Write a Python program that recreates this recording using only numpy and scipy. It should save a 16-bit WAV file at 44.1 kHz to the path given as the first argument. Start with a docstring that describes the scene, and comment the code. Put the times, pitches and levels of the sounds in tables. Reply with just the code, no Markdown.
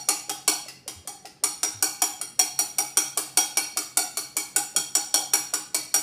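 """Whipping egg whites in a ceramic bowl

A fork whips egg whites about five times a second in a hard, bright kitchen. Air pockets often plop first,
as short rising tones; then filtered tine ticks clatter, dying sines ring the bowl and grains of noise splash.
Echoes and a diffuse tail draw out each click. Shaped noise makes the room air and a faint appliance hum;
short sinking tones make a few dull thuds."""
import sys
import numpy as np
from scipy import signal
from scipy.fft import rfft, irfft
from scipy.io import wavfile

SR = 44100
rng = np.random.default_rng(int(sys.argv[2]) if len(sys.argv) > 2 else 0)


def dump_mix(stems):
    """Bounce the given channels to the path in sys.argv[1] as a 16-bit WAV at rate SR."""
    frames = np.atleast_2d(stems).T  # one column per channel
    limited = np.clip(frames, -1, 1)  # hard clip at full scale
    pcm = np.round(limited * 32767).astype(np.int16)
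    wavfile.write(sys.argv[1], SR, pcm)


N = 265702


def stroke(level_db, tilt_db, splash_db, ring_db, hollow_db, ping_db):
    """The tines tick and scrape on briefly; the egg splashes, the bowl rings and the room booms."""
    # clatter spectrum: (frequency [Hz], relative level per Hz [dB])
    clatter_spectrum = [(120, -48), (250, -25.5), (763, -10), (1480, -9), (1900, -19.5), (2250, -13.5),
                        (4040, -14.5), (4350, -8.5), (5230, -10.5), (6280, -8), (8900, 0), (10800, 1.5),
                        (11400, -7), (12200, 0), (14100, -4.5), (16000, -11)]
    # bowl modes, one list a group, close pairs beat: (frequency [Hz], relative level [dB], t60 [s])
    bowl_groups = [
        [(779.6, 6.5, 0.054), (807.7, 7, 0.063), (849.3, 2.5, 0.17)],
        [(1265, 2, 0.017), (1484, 9.5, 0.028)],
        [(2286, 6.5, 0.069), (2484, 3.5, 0.031), (2730, -0.5, 0.043)],
        [(3266, 5, 0.16), (3806, 3.5, 0.051)],
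        [(4390, -0.5, 0.15), (4434, 1.5, 0.078), (5000, -4, 0.02)],
        [(5770, -14, 0.058), (5715, 5, 0.086), (5669, 10, 0.038)],
        [(6870, -2, 0.04), (7106, 3, 0.039), (7450, -9.5, 0.036), (7920, 0, 0.046), (8250, -9, .04)],
        [(8806, 3.5, 0.025), (9105, 1.5, 0.018), (9104, 5.5, 0.018), (9970, -0.5, 0.028), (10280, -3.5, 0.037),
         (11020, -11, 0.051), (11920, -8.5, 0.035), (13360, -6.5, 0.021), (14420, -5, 0.019)],
    ]
    # usual ring of each mode group against the clatter: (level [dB])
    usual_ring_db = [-29.5, -28, -31.5, -36, -26.5, -22, -19, -16.5]
    # low room resonances: (frequency [Hz], relative level [dB], t60 [s])
    boom_modes = [(282.4, 5, 0.13), (299.8, -3, 0.48), (313.5, 8.5, 0.24), (345.3, 5, 0.13),
                  (397.5, 5.5, 0.19), (416, 13.5, 0.11), (500.6, -4.5, 0.22)]
    hollow_group, ping_group = 0, 3
    group_spread_db = 2  # each group's level varies at random from blow to blow
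    boom_db, boom_per_db = -37, 0.88  # boom grows a little less than the blow
    lead_samples = 200  # room for the filters to spread ahead of the blow

    t = np.arange(round(.5 * SR)) / SR
    ticks = rng.standard_normal(len(t)) * (rng.random(len(t)) < .15)
    tines = ticks * (np.exp(-t / 0.0039) + 0.17 * np.exp(-t / 0.029))
    tines[0] = 1.66
    tines = np.roll(tines, lead_samples) / np.linalg.norm(tines)
    tilt = [(6000, 0.028), (12000, tilt_db)]
    clatter = coloured(tines, lambda hz: read(clatter_spectrum, hz) + read(tilt, hz))
    out = gain_of(20.5) * clatter + gain_of(splash_db - level_db) * splash(t)

    group_db = ring_db + np.array(usual_ring_db)
    group_db = group_db + group_spread_db * rng.standard_normal(len(bowl_groups))
    group_db[hollow_group] += hollow_db
    group_db[ping_group] += ping_db
    bowl = np.zeros(len(t))
    for db, modes in zip(group_db, bowl_groups):
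        bowl += gain_of(db) * ring(modes, t, uneven_db=1.5, rise_cycles=6.1, load=0.05945, flutter_db=2.5)
    out[lead_samples:] += bowl[:-lead_samples]

    out = signal.fftconvolve(out, kitchen(wet_db=-1.0))
    boom = ring(boom_modes, t, uneven_db=0.5, rise_cycles=5.4, load=0, flutter_db=0)
    boom_gain = gain_of(boom_db + (boom_per_db - 1) * level_db)
    out[lead_samples:lead_samples + len(t)] += boom_gain * boom
    return lead_samples / SR - .0004, gain_of(level_db) * out


def ring(modes, t, uneven_db, rise_cycles, load, flutter_db):
    """Sum dying sines whose levels, pitches and phases vary from blow to blow."""
    hz, db, t60_s = np.transpose(modes)[:, :, None]
    chance, shift, phase_cycles = rng.standard_normal((3, *hz.shape))
    rise = 1 - np.exp(-t * hz / rise_cycles)

    # each mode's level wavers irregularly as it dies
    flutter_s = .012
    knots = rng.standard_normal((len(hz), 100))
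    waver = np.array([np.interp(t / flutter_s, np.arange(len(row)), row) for row in knots])

    # egg weighs on the low modes at the blow, then slides off and their pitch climbs
    slide_s = 0.0604
    slide = load * (800 / hz) ** 2 * slide_s * np.exp(-t / slide_s)
    cycles = hz * (1 + 0.002 * shift) * (t + slide) + phase_cycles
    tones = np.sin(2 * np.pi * cycles)
    mode_db = db + uneven_db * chance + flutter_db * waver - 60 * t / t60_s
    return (rise * gain_of(mode_db) * tones).sum(0)


def splash(t):
    """Small bubbles in the froth burst in a grainy spray around a few pitches."""
    # spray resonances: (frequency [Hz], width [Hz], relative level [dB])
    froth_bands = [(1290, 53, -1.5), (1998, 134, 3.5), (2720, 220, -1.5), (4930, 850, 0.5),
                   (8000, 3500, -25.5)]
    grains = rng.standard_normal(len(t)) * (rng.random(len(t)) < .06)
    grains = grains * np.exp(-t / 0.011) * (t > .004)

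    def froth_db(hz):
        return 20 * np.log10(sum(gain_of(db) / (1 + (2 * (hz - f) / w) ** 2) for f, w, db in froth_bands))

    spray = coloured(grains, froth_db)
    return spray / abs(spray).max()


def plop(level_db, start_hz):
    """A pocket of air rings for a few cycles, its pitch rising as it shrinks."""
    t = np.arange(0, .05, 1 / SR)
    tone = np.sin(2 * np.pi * start_hz * t * (1 + 17.5 * t))
    bubble = tone * (1 - np.exp(-t / 0.0026)) * np.exp(-t / 0.0031)
    return signal.fftconvolve(gain_of(level_db) * bubble, kitchen(wet_db=-18.0))


def kitchen(wet_db):
    """Room response: direct sound, a few echoes and a dense tail that dies band by band."""
    # tail decay: (frequency [Hz], t60 [s])
    decay = [(200, 0.54), (530, 0.49), (1390, 0.46), (3680, 0.58), (9700, 0.36)]
    # counter, cupboards, walls: (nominal delay [s], level [dB])
    echoes = [(.0017, -10.5), (.0044, -5), (.0075, -15), (.012, -21.5), (.018, -8.5)]
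    size = 30000
    hz, t, bins = signal.stft(rng.standard_normal(size), SR, nperseg=256)
    fade = gain_of(-60 * t / read(decay, hz)[:, None])
    tail = signal.istft(bins * fade, SR, nperseg=256)[1][:size]
    tail *= 1 - np.exp(-np.arange(size) / SR / 0.0024)
    room = gain_of(wet_db) * tail / np.linalg.norm(tail)
    room[0] = 1
    for delay_s, db in echoes:
        at = round(delay_s * SR * rng.uniform(.9, 1.1))
        room[at] += gain_of(db) * rng.choice([-1, 1])
    return room


def thud(level_db, nominal_hz, length_s):
    """A short low swell that sinks in pitch."""
    t = np.arange(0, length_s, 1 / SR)
    tone = np.sin(2 * np.pi * nominal_hz * t * (1.06 - 0.11 * t / length_s))
    return gain_of(level_db) * tone * np.sin(np.pi * np.sqrt(t / length_s))


def air():
    """Steady room noise and fuzzy hum bands, all from filtered white noise."""
    # room noise spectrum: (frequency [Hz], relative level per Hz [dB])
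    air_spectrum = [(20, -50), (40, -6), (80, 2.5), (200, 8), (400, 6.5), (800, -10), (1800, -6.5),
                    (5500, -30), (9000, -38), (15000, -55)]
    # hum bands: (centre [Hz], width [Hz], RMS level [dB])
    hum_bands = [(73, 35, -75.5), (132, 12, -64), (182, 33, -69.5)]
    air_rms_db = -60
    noise = coloured(rng.standard_normal(N), lambda hz: read(air_spectrum, hz))
    out = gain_of(air_rms_db) * evened(noise)
    for centre_hz, width_hz, rms_db in hum_bands:
        def band_db(hz):
            return -20 * np.log10(1 + (2 * (hz - centre_hz) / width_hz) ** 2)

        out = out + gain_of(rms_db) * evened(coloured(rng.standard_normal(N), band_db))
    return out


def gain_of(db):
    """Amplitude gain of a level in dB."""
    return 10 ** (np.asarray(db) / 20)


def evened(x):
    """Scale to unit RMS."""
    return x / np.sqrt(np.mean(x ** 2) + 1e-20)


def read(points, hz):
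    """Interpolate a curve along log frequency, flat beyond its ends."""
    f, value = np.transpose(points)
    return np.interp(np.log(hz + 1), np.log(f + 1), value)


def coloured(x, gain_db):
    """Filter without phase shift by a gain curve in dB, given as a function of Hz."""
    hz = np.fft.rfftfreq(len(x), 1 / SR)
    return irfft(rfft(x) * gain_of(gain_db(hz)), len(x))


def add(mix, start_s, sound):
    """Add a sound in place, cropped to the mix."""
    at = round(start_s * SR)
    sound = sound[max(-at, 0):]
    part = mix[max(at, 0):][:len(sound)]
    part += sound[:len(part)]


def scene():
    """Place strokes, plops and thuds over the room air."""
    # blows: (time [s], level [dB], treble tilt [dB], splash level [dB],
    # then against the usual: whole ring [dB], hollow lowest group [dB], thin 3.3 kHz ping group [dB])
    strokes = [(-.105, -8.5, -16, -33, 4.5, 2.5, -10), (.087, -4, -19, -25, 2.5, -4, -26),
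               (.295, -9.5, -12.5, -33.5, -4.5, 7.5, 9.5), (.478, -1, -14.5, -40, -1, 6.5, -0.5),
               (.684, -24.5, -10, -29, -10, 14, -5), (0.878, -16, -12.5, -27.5, -4.5, 6, 9),
               (1.074, -17.5, -13, -38, -3.5, 12.5, 2), (1.255, -23.5, -14, -29, -15, 17, -8),
               (1.437, -7, -12, -30, 1, -5, -22), (1.631, -6, -17, -42, 0, -5, -13),
               (1.825, -4, -9, -46, 0, 2.5, -11), (2.019, -4, -12, -37, 0.5, -1, -0.5),
               (2.213, -18.5, -9.5, -31.5, 2, -6, 4.5), (2.392, -5.5, -7.5, -32, 1, 2, 2.5),
               (2.59, -8.5, -8, -32, 2, -3, -7), (2.784, -7.5, -10.5, -44, -0.5, 0, -20),
               (2.971, -3.5, -11.5, -29, 0, -4.5, -0.5), (3.174, -6.5, -8.5, -26, -1.5, 0, -5),
               (3.372, -2, -8.5, -41, -1.5, 6.5, 7), (3.571, -5, -12, -45, 2.5, -3, -4),
               (3.771, -7.5, -11, -29, -1.5, -4.5, -15), (3.971, -4.5, -13, -29, -0.5, 2, -18),
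               (4.171, -11, -7, -44, 1, -6, -9), (4.367, -8, -13, -42, 0.5, -2.5, -6.5),
               (4.561, -6, -8.5, -35, 0.5, 3.5, -6), (4.762, -7.5, -15, -44, 4, -3.5, 6),
               (4.951, -6.5, -17, -47, 1.5, -0.5, 1), (5.141, -3, -18, -42, 2.5, 1.5, 2.5),
               (5.335, -3.5, -9.5, -34, 1.5, -2.5, -12), (5.537, -7, -13.5, -36, -1, -2, -9),
               (5.745, -8, -11, -26, 2.5, -11, -2.5), (5.941, -5, -9, -35, 2, 1, -7)]
    # air pockets opened in the egg, mostly just before a blow: (time [s], level [dB], starting pitch [Hz])
    plops = [(.083, -26, 513), (.286, -29.5, 457), (.66, -31.5, 576), (.862, -32.5, 460), (1.05, -38, 500),
             (1.248, -25.5, 634), (1.43, -28, 517), (1.822, -27, 524), (2.204, -33, 560),
             (2.387, -31.5, 490), (2.775, -39, 474), (2.961, -39, 450), (3.17, -20, 610), (3.764, -26, 644),
             (4.36, -33, 494), (4.554, -32, 520), (4.75, -26, 496), (5.532, -24, 625), (5.738, -39, 462)]
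    # dull thuds: (time [s], level [dB], nominal pitch [Hz], length [s])
    thuds = [(0.96, -45, 89, 0.074), (1.744, -43.5, 107, 0.081), (4.766, -46, 190, 0.072),
             (4.773, -51.5, 110, 0.057)]
    mix = air()
    for time_s, *settings in strokes:
        lead_s, sound = stroke(*settings)
        add(mix, time_s - lead_s, sound)
    for time_s, *settings in plops:
        add(mix, time_s, plop(*settings))
    for time_s, *settings in thuds:
        add(mix, time_s, thud(*settings))
    return mix[None]


def record(dry):
    """Drop the treble steeply above 15 kHz, then band-limit it."""
    top = [(15250, 0), (15420, -24), (15800, -18)]  # (frequency [Hz], gain [dB])
    edge_hz = 16450
    rolled = coloured(dry[0], lambda hz: read(top, hz))[None]
    lowpass = signal.firwin(1023, edge_hz, window=("kaiser", 11), fs=SR)
    return signal.oaconvolve(rolled, lowpass[None], "same")


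dry = scene()
out = record(dry)
dump_mix(out)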